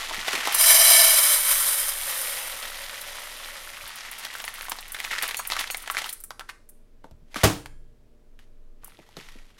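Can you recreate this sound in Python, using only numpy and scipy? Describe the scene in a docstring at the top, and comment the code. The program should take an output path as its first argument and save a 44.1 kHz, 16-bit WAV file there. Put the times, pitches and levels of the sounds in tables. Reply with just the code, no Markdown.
"""A plastic bag crinkles, then dry rice rushes from it into a metal pot in a quiet kitchen.
Grain clicks ring the pot by a share that changes during the pour; rubbing film, popping creases and stray
grains follow as the bag is emptied. A full bag drops on the counter, a crunch over booming modes, and is lifted.
One microphone, close perspective: the kitchen's diffuse echoes lie well under the direct sound,
over room air, a faint hum and a deep rumble made of noise and steady tones."""
import sys
import numpy as np
from scipy import signal
from scipy.fft import rfft, irfft
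from scipy.io import wavfile

SR = 44100
rng = np.random.default_rng(int(sys.argv[2]) if len(sys.argv) > 2 else 0)


def master_out(mix):
    """Clip the mix to full scale and print it as 16-bit PCM to the path in sys.argv[1]."""
    frames = np.transpose(np.atleast_2d(mix))
    ceiling = np.clip(frames, -1, 1)
    pcm = np.round(ceiling * 32767).astype(np.int16)
    wavfile.write(sys.argv[1], SR, pcm)


N = 422919
TIME = np.arange(N) / SR  # s
# Levels in the tables are relative; each source sets its own place in the mix.

# the stream of rice opens, then thins to a trickle: [t/s, level/dB]
STREAM_FLOW = [(0.56, -34), (0.6, -19.5), (0.7, -14.5), (1.24, -18.5), (1.44, -25), (1.48, -22),
               (1.71, -23.5), (1.93, -33.5), (2.25, -30), (2.71, -45), (3.78, -51), (3.85, -46)]
# clumps of rice slip out together: [t/s, level/dB]
CLUMPS = [(1.335, -26), (1.513, -25), (1.786, -28), (1.891, -28.5)]
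# how the pot answers: [t/s, ring against impacts/dB, bottom f/Hz, bottom against impacts/dB]
POT_ANSWER = [(0.5, -3.5, 674, -21), (1.0, -1.5, 665, -17.5), (1.4, -9, 590, -27), (1.799, -10, 560, -25),
              (2.1, -10, 540, -18), (2.8, -8, 566, -9.5), (3.7, -3, 568, -6.5), (4.0, -34, 580, -11)]
# colour of grains hissing on the heap: [f/Hz, level/dB]
RICE_COLOUR = [(250, -46), (440, -34.5), (620, -28), (1200, -3.5), (2500, -12), (3700, -7), (4500, -14),
               (7700, -9), (9000, 0.5), (10000, -1), (12400, -1), (13400, -8), (14600, -1.5),
               (16000, -24.5)]


def pour():
    """A stronger stream brings more impacts; they hiss on the heap and ring the pot."""
    ring_db, bottom_hz, bottom_db = in_time(POT_ANSWER)
    flow = level(STREAM_FLOW)
    flow = flow + sum(swell(s, db, rise_s=0.011, fall_s=0.015) for s, db in CLUMPS)
    unevenness = from_db(1.2 * drift(rate_hz=38))
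    impacts = grains(800 + 90000 * flow, spread_db=3) * unevenness
    hiss = from_db(-2.0) * colour(impacts, RICE_COLOUR)
    wall = from_db(ring_db) * pot_wall(impacts)
    bottom = from_db(bottom_db) * pot_bottom(impacts, bottom_hz, width_hz=98)
    # below its lowest mode the pot hardly radiates
    radiates = signal.butter(6, 470, "high", fs=SR, output="sos")
    return signal.sosfilt(radiates, flow * (hiss + wall + bottom))


# modes of the pot wall: [f/Hz, width/Hz, level/dB]
POT_WALL = [(1130, 200, -11), (1762, 20, -1), (2245, 60, -4), (2910, 100, -7), (3151, 36, -3),
            (4010, 46, 1), (4720, 70, -9), (5000, 24, 4), (5460, 90, -8), (5867, 35, -1), (6170, 60, -7),
            (7050, 50, -12), (7450, 120, -10), (8370, 120, -10), (8742, 40, -3), (8907, 45, -1),
            (9327, 55, -1), (9810, 40, -7), (10447, 35, -3), (10700, 90, -3), (11200, 90, -6),
            (11670, 100, -4), (12370, 100, -3)]


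def pot_wall(clicks):
    """The wall's modes, of alternating sign, ring together at unit power gain."""
    tap = signal.unit_impulse(SR // 6)
    ring = 0
    for k, (hz, width_hz, db) in enumerate(POT_WALL):
        mode = signal.lfilter(*resonator(hz, width_hz), tap)
        ring = ring + (-1) ** k * from_db(db) * mode
    return signal.oaconvolve(clicks, unit_energy(ring))[:N]


def pot_bottom(clicks, pitch_hz, width_hz, size=256):
    """The bottom's mode shifts in pitch during the pour; two equal resonances make it steep on both sides."""
    out, state = np.zeros(N), np.zeros((2, 2))
    for i in range(0, N, size):
        section = np.concatenate(resonator(pitch_hz[i], width_hz))
        out[i:i + size], state = signal.sosfilt([section, section], clicks[i:i + size], zi=state)
    return rms_one(out)


def dribble(count=48):
    """Rows (t/s, level/dB) of fainter grains that fall at random while the bag empties."""
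    start_s, end_s = 4.1, 6.15
    middle_db, reach_db = -33.5, 6.5  # levels lie evenly within the reach on either side
    chance = rng.random((count, 2))
    return [(start_s + when * (end_s - start_s), middle_db + reach_db * (2 * size - 1))
            for when, size in chance]


# the loudest single grains drop into the pot: [t/s, level/dB]
LOUD_GRAINS = [(0.5234, -17), (0.5451, -6), (0.609, -5.5), (3.0127, -24), (3.877, -28), (3.957, -28.5),
               (4.1132, -24.5), (4.248, -27), (4.45, -23), (4.54, -26.5), (4.62, -27), (4.696, -18.5),
               (4.92, -20.5), (5.2242, -13.5), (5.279, -20), (5.3688, -18), (5.389, -20), (5.473, -16.5),
               (5.5967, -19.5), (5.7086, -18.5), (5.7704, -21.5), (5.91, -20.5), (6.0936, -20),
               (6.127, -18.5), (6.203, -29.5), (6.238, -23), (6.69, -33), (8.844, -28), (8.8746, -36.5)]
# colour of one grain's tick: [f/Hz, level/dB]
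TICK_COLOUR = [(400, -26.5), (1200, -6.5), (4000, -20), (7000, -7), (9300, 4.5), (12000, 3), (13500, 3),
               (15000, -4.5), (16000, -0.5)]
# grains glance off the pot's upper side: [t/s, level/dB]
GLANCES = [(5.370, -40), (5.390, -40), (5.710, -40.5)]
# modes of that upper side: [f/Hz, level/dB, t60/s]
UPPER_SIDE = [(4390, 2, 0.15), (5730, -4, .18), (6130, -13.5, .2), (6650, 7, 0.1), (7220, 1.5, 0.16),
              (8040, -3.5, .15), (8630, 2, 0.25)]


def stray_grains():
    """Grains tick and bounce; the pot answers by a share that changes; glancing grains ping its upper side."""
    clicks, pings = np.zeros(N), np.zeros(N)
    for s, db in LOUD_GRAINS + dribble():
        bounce = rattle(contact_s=.0016, after=2.2, decay_s=.009, per_s=2400)
        add(clicks, s, from_db(db + 13.0) * bounce)
    for s, db in GLANCES:
        # every spot on the side favours other modes
        modes = [(hz, mode_db + rng.normal(0, 2.6), t60) for hz, mode_db, t60 in UPPER_SIDE]
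        add(pings, s, from_db(db - 4.0) * struck(modes))
    ring_db = in_time(POT_ANSWER)[0]
    return colour(clicks, TICK_COLOUR) + from_db(ring_db) * pot_wall(clicks) + pings


# rice slides over the film as the bag tips and empties: [t/s, level/dB]
SLIDING_RICE = [(0, -37), (0.2, -36), (0.35, -32), (0.45, -31), (0.7, -36), (1.9, -40.5), (2.12, -38),
                (2.65, -40.5), (3.7, -45), (4.25, -42.5), (4.85, -49.5), (5.2, -40), (5.42, -49),
                (5.85, -48.5), (6.06, -42), (6.25, -78)]
# rice shifts in the full bag as it is lowered: [t/s, level/dB]
LOWERED_BAG = [(7.28, -75), (7.335, -59.5), (7.42, -47.5)]
# and as it is lifted: [t/s, level/dB]
LIFTED_BAG = [(8.835, -64.5), (9.15, -65), (9.59, -70.5)]
# a jolt of the bag throws the rice against the film: [t/s, level/dB, settling time/s]
BAG_JOLTS = [(0.49, -35, 0.015), (4.719, -41.5, 0.0043), (5.045, -34, 0.0056), (5.114, -36, 0.015),
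             (5.234, -37, 0.018), (5.513, -32.5, .035), (5.593, -28.5, 0.019), (5.98, -29.5, 0.0094),
             (6.495, -38.5, 0.01), (7.044, -59.5, 0.018), (7.362, -36.5, 0.052), (8.394, -64, .04),
             (9.172, -52, 0.12), (9.39, -64, 0.013), (9.585, -56, .03)]
# how strongly the film pops, changing as the bag is handled: [t/s, pops against rubbing rice/dB]
POP_SHARE = [(0, -7.5), (2.2, -7), (4.2, -4.5), (5.2, -1), (6.1, -6), (7.3, -9), (8.9, -0.5), (9.2, -4.5)]
# colour of rice rubbing on film: [f/Hz, level/dB]
FILM_COLOUR = [(100, -27.5), (350, -15.5), (700, -4.5), (1400, -2), (1650, -4.5), (1900, 3), (2400, -2.5),
               (3200, -1.5), (4600, -6), (6000, -8), (8000, -12.5), (12000, -13.5), (16000, -30)]


def rustle(count=10):
    """Rice rubs along the film, and small creases pop, each panel at its own pitch."""
    motion = level(SLIDING_RICE) + level(LOWERED_BAG) + level(LIFTED_BAG)
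    motion = motion + sum(swell(s, db, .0035, settle_s) for s, db, settle_s in BAG_JOLTS)
    rubbing = grains(3800, spread_db=4.0) * from_db(1.67 * drift(rate_hz=34))
    rub = colour(rubbing, FILM_COLOUR)
    pops = 0
    for hz in np.geomspace(1200, 3800, count):
        panel = resonator(hz, width_hz=0.5 * hz)
        pops = pops + twice(panel, grains(18, spread_db=6.5)) / np.sqrt(hz)
    pop_db, = in_time(POP_SHARE)
    return motion * (rub + from_db(pop_db) * rms_one(pops))


# the loudest creases of the bag, and a click at 7.11 s, probably the camera being handled:
# [t/s, level/dB, panel f/Hz, treble against the panel/dB]
SHARP_SNAPS = [(0.109, -16, 790, -9), (0.145, -24, 2080, 8), (0.282, -13.5, 1870, 4.5),
               (0.331, -12.5, 1550, 3), (0.353, -13.5, 2280, 1), (0.473, -7, 875, -1.5),
               (2.896, -22, 1950, -8), (4.007, -25.5, 3550, -3), (4.268, -30.5, 1390, 3),
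               (4.352, -19, 1360, -3), (4.402, -29.5, 1280, 11), (4.441, -29, 1860, 12),
               (4.479, -17, 1880, 0), (4.61, -25, 2040, 5.5), (4.684, -21, 960, -2),
               (4.719, -20.5, 1050, 9), (4.787, -26, 3670, 4.5), (4.946, -16, 1790, -4.5),
               (4.988, -29.5, 2030, 4), (5.002, -18, 1830, 2), (5.049, -16, 1690, -1.5),
               (5.111, -14.5, 1830, -6), (5.134, -14, 1410, -12), (5.151, -17, 1840, -7),
               (5.183, -14.5, 1780, -1.5), (5.223, -21.5, 1840, 6.5), (5.232, -18, 1850, 5),
               (5.29, -27, 1900, 10.5), (5.31, -22, 1910, 8), (5.345, -17.5, 1930, 2),
               (5.394, -12, 1070, -15), (5.452, -26.5, 2030, 4), (5.501, -25, 2000, 11),
               (5.522, -17.5, 1320, 5), (5.566, -12, 1420, -3), (5.593, -13.5, 3000, -8),
               (5.61, -27, 2990, 10), (5.641, -16.5, 1770, -4), (5.674, -22.5, 3100, -0.5),
               (5.702, -21.5, 2300, 7.5), (5.746, -16, 1630, 1.5), (5.876, -20, 1690, 2.5),
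               (5.9, -8.5, 1230, -6), (5.948, -18, 1480, 0), (5.969, -10, 2040, -2.5),
               (6.019, -26, 1950, 9), (6.043, -25.5, 2740, 8.5), (6.091, -18.5, 3650, -12),
               (6.306, -22, 1160, 0.5), (6.395, -29.5, 1150, 9), (6.409, -21, 1130, -6.5),
               (6.491, -24, 1400, -5), (7.043, -27.5, 900, -16.5), (7.111, -39, 613, -3.5),
               (7.344, -31.5, 1750, 10.5), (7.359, -14, 1270, -6), (7.425, -33.5, 3000, 2),
               (7.659, -34.5, 1390, 11.5), (8.391, -43, 1785, 4.5), (8.835, -34.5, 986, -17),
               (8.88, -36, 810, -14), (8.99, -35, 710, -6), (9.09, -38, 705, -4), (9.168, -32, 3460, 5),
               (9.287, -34, 1610, -1)]
# colour of a crease's crack: [f/Hz, level/dB]
CRACK_COLOUR = [(120, -23), (400, -10.5), (800, -0.5), (1900, -3), (3500, -2.5), (5500, -8.5),
                (8000, -12.5), (12000, -15.5), (16000, -24.5)]


def snaps():
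    """A crease buckles: a ragged crack, and the panel beside it rings for a few cycles."""
    cracks, panels = np.zeros(N), np.zeros(N)
    for s, db, hz, treble_db in SHARP_SNAPS:
        buckle = rattle(contact_s=.001, after=.85, decay_s=.007, per_s=1800)
        crack = unit_energy(colour(buckle, CRACK_COLOUR))
        panel = unit_energy(twice(resonator(hz, width_hz=0.69 * hz), buckle))
        add(cracks, s, from_db(db + treble_db + 7.5) * crack)
        add(panels, s, from_db(db + 7.0) * panel)
    return cracks + panels


# dull bumps of the handled bag, and one at 7.11 s, probably the camera being handled:
# [t/s, level/dB, f/Hz]
DULL_BUMPS = [(0.111, -31, 599), (0.178, -32, 268.3), (0.333, -25, 335.6), (0.374, -28.5, 498),
              (0.473, -31.5, 333.2), (3.829, -39, 80), (4.719, -32.5, 500), (7.042, -34.5, 400),
              (7.112, -32.5, 70.7), (7.217, -42.5, 110), (7.361, -22.5, 316), (8.988, -37, 280),
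              (9.169, -28.5, 311), (9.356, -37.5, 262)]


def bumps():
    """Soft, heavily damped knocks: brief noise in a wide band around each pitch."""
    out, t = np.zeros(N), TIME[:SR // 8]
    for s, db, hz in DULL_BUMPS:
        push = rng.standard_normal(len(t)) * np.exp(-t / 0.012)
        body = signal.butter(3, [0.45 * hz, 1.7 * hz], "band", fs=SR, output="sos")
        add(out, s, from_db(db + 14.5) * unit_energy(signal.sosfilt(body, push)))
    return out


# contacts of the full bag as it lands: [t/s, level/dB]
CONTACTS = [(7.434, -1.5), (7.439, 3), (7.444, -6), (7.452, -14)]
# colour of the crunching rice: [f/Hz, level/dB]
CRUNCH_COLOUR = [(88, -33.5), (150, -18.5), (197, -1), (248, -37.5), (290, -5), (540, -9.5), (722, -7.5),
                 (985, -13), (1090, -12.5), (2270, -16), (3100, -17), (8830, -22.5), (15500, -31)]
# modes of the counter top: [f/Hz, level/dB, t60/s]
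COUNTER_TOP = [(49.7, -26, 2.7), (76, -1.5, 0.15), (107.5, 3, .22), (131, -28, 1.4), (154.8, -4, 0.242),
               (188.7, -5.5, 0.2), (261, -12, 0.24), (290, -9.5, 0.44), (319, -8, .3), (393, -12.5, .16),
               (462, -16, 0.44), (551, -15.5, 0.16)]
# modes of the dishes standing on it: [f/Hz, level/dB, t60/s]
STANDING_DISHES = [(1660, -3, .9), (2202, -10, .7), (2320, -7, .5), (3203, -2, .7), (4662, -4, .45),
                   (7537, -3, .7), (9572, 4, .55)]


def landing():
    """The full bag slumps onto the counter: the top booms, the rice crunches and settles, dishes ring faintly."""
    crunch, boom, t = np.zeros(N), np.zeros(N), TIME[:SR]
    for s, db in CONTACTS:
        settling = np.exp(-t / 0.0058) + 0.58 * np.exp(-t / 0.045)
        add(crunch, s, from_db(db - 17.5) * settling * grains(9000, spread_db=0.5, size=len(t)))
    heaviest_s = CONTACTS[1][0]
    add(boom, heaviest_s, from_db(-17) * struck(COUNTER_TOP))
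    add(boom, heaviest_s, from_db(-51) * struck(STANDING_DISHES))
    # the counter radiates little below this pitch
    radiates = signal.butter(2, 54.6, "high", fs=SR, output="sos")
    return colour(crunch, CRUNCH_COLOUR) + signal.sosfilt(radiates, boom)


# echoes of the room by band: [low edge f/Hz, high edge f/Hz, t60/s, level/dB]
ROOM_BANDS = [(30, 360, 0.85, -2), (453.6, 2800, 0.36, 1.5), (3940, 11000, 0.42, 1.5)]


def kitchen(x):
    """Diffuse reflections that start after a few milliseconds; the bass lingers."""
    t = TIME[:SR]
    noise = rng.standard_normal(len(t)) * (t > .004)
    tail = 0
    for low_hz, high_hz, t60, db in ROOM_BANDS:
        band = signal.butter(2, [low_hz, high_hz], "band", fs=SR, output="sos")
        tail = tail + signal.sosfilt(band, noise) * from_db(db - 60 * t / t60)
    return signal.oaconvolve(x, unit_energy(tail))[:N]


# colour of the still room air: [f/Hz, level/dB]
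AIR_COLOUR = [(26, -15.5), (45, -14.5), (108, -13.5), (126, -27), (145, -17), (186, -25.5), (237, -15),
              (275, -20), (459, -21.5), (558, -29.5), (600, -23), (767, -32.5), (15500, -51.5)]
# a faint steady hum in the room: [f/Hz, level/dB]
HUM_TONES = [(102, -74.5), (156, -84), (231.5, -77), (344.5, -83.5), (463, -78), (592, -79.5)]


def background():
    """Still room air and a faint hum over a deep, wavering rumble of narrow-band noise."""
    band = signal.butter(2, [16, 21], "band", fs=SR, output="sos")
    # the first second is dropped while the filter settles
    rumble = from_db(-50) * rms_one(signal.sosfilt(band, rng.standard_normal(N + SR))[SR:])
    hum = 0
    for hz, db in HUM_TONES:
        tone = np.sqrt(2) * np.sin(2 * np.pi * (hz * TIME + rng.random()))
        hum = hum + from_db(db) * tone
    air = from_db(-65) * colour(rng.standard_normal(N), AIR_COLOUR)
    return air + hum + rumble


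def rattle(contact_s, after, decay_s, per_s):
    """A brief rough contact trailed by clicks that die away; energy 1."""
    t = TIME[:SR // 8]
    contact = unit_energy(rng.choice([-1, 1], len(t)) * np.exp(-t / contact_s))
    bounces = grains(per_s, spread_db=4, size=len(t))
    return unit_energy(contact + after * unit_energy(bounces * np.exp(-t / decay_s)))


def grains(per_s, spread_db, size=N):
    """Random clicks of uneven size, with mean power near 1."""
    chance = np.clip(per_s / SR, 1e-5, 1)
    sizes = rms_one(from_db(spread_db * np.clip(rng.standard_normal(size), -2, 2)))
    sizes = sizes * rng.choice([-1, 1], size)
    return sizes * (rng.random(size) < chance) / np.sqrt(chance)


def drift(rate_hz, size=4000):
    """Slow random wavering of spread 1."""
    r = np.exp(-2 * np.pi * rate_hz * N / SR / size)
    slow = signal.lfilter([1], [1, -2 * r, r * r], rng.standard_normal(2 * size))[size:]
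    return np.interp(np.linspace(0, size - 1, N), np.arange(size), rms_one(slow))


def struck(modes):
    """One second of freely decaying modes."""
    t = TIME[:SR]
    return sum(from_db(db - 60 * t / t60) * np.sin(2 * np.pi * hz * t) for hz, db, t60 in modes)


def resonator(hz, width_hz):
    """Coefficients of a resonance with gain 1 on top."""
    r = np.exp(-np.pi * width_hz / SR)
    return np.array([1, 0, -1]) * (1 - r * r) / 2, [1, -2 * r * np.cos(2 * np.pi * hz / SR), r * r]


def twice(resonance, x):
    """A resonance applied twice has steep skirts."""
    return signal.lfilter(*resonance, signal.lfilter(*resonance, x))


def colour(x, spectrum, size=4096):
    """Causal (minimum-phase) filter of unit power gain that follows a spectrum."""
    hz, db = np.transpose(spectrum)
    log_hz = np.log(np.fft.rfftfreq(size, 1 / SR) + 1)
    gain = from_db(np.interp(log_hz, np.log(hz), db))
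    # folding the cepstrum onto positive times makes the filter minimum-phase
    cepstrum = irfft(np.log(gain))[:size // 2]
    cepstrum[1:] *= 2
    response = unit_energy(irfft(np.exp(rfft(cepstrum, size))))
    return signal.oaconvolve(x, response)[:len(x)]


def level(rows):
    """Gain along a (t/s, level/dB) curve, fading within milliseconds outside it."""
    s, db = np.transpose(rows)
    outside = np.abs(TIME - np.clip(TIME, s[0], s[-1]))
    return from_db(np.interp(TIME, s, db)) * np.exp(-np.minimum(outside / 0.014, 30))


def swell(s, db, rise_s, fall_s):
    """Gain that rises to a peak at a time and dies away."""
    distance = np.maximum((s - TIME) / rise_s, (TIME - s) / fall_s)
    return from_db(db) * np.exp(-np.minimum(distance, 30))


def in_time(rows):
    """The columns of a curve at every sample."""
    s, *columns = np.transpose(rows)
    return [np.interp(TIME, s, c) for c in columns]


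def add(track, s, sound):
    """Mix a sound into a track at a time."""
    start = max(round(s * SR), 0)
    track[start:start + len(sound)] += sound[:max(N - start, 0)]


def from_db(db):
    """Amplitude gain of a level in dB."""
    return 10 ** (np.asarray(db) / 20)


def rms_one(x):
    """Scale to a mean power of 1."""
    return x / np.sqrt(np.mean(x ** 2) + 1e-20)


def unit_energy(x):
    """Scale to a total energy of 1."""
    return x / np.sqrt(np.sum(x ** 2) + 1e-20)


def scene():
    """Bag, pot and counter, each with its own share of the room."""
    bag = rustle() + snaps() + bumps()
    rice = pour() + stray_grains()
    thud = landing()
    to_room = from_db(-14) * bag + from_db(-13.5) * rice + from_db(-26.5) * thud
    return (bag + rice + thud + kitchen(to_room) + background())[None]


def record(dry):
    """At the microphone the highest peaks are rounded and the top is cut."""
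    rounded = 1.745 * np.tanh(dry / 1.408)
    top_cut = signal.ellip(12, .1, 80, 15900, fs=SR, output="sos")  # ripple/dB, stopband/dB, edge/Hz
    return signal.sosfilt(top_cut, rounded)


dry = scene()
out = record(dry)
master_out(out)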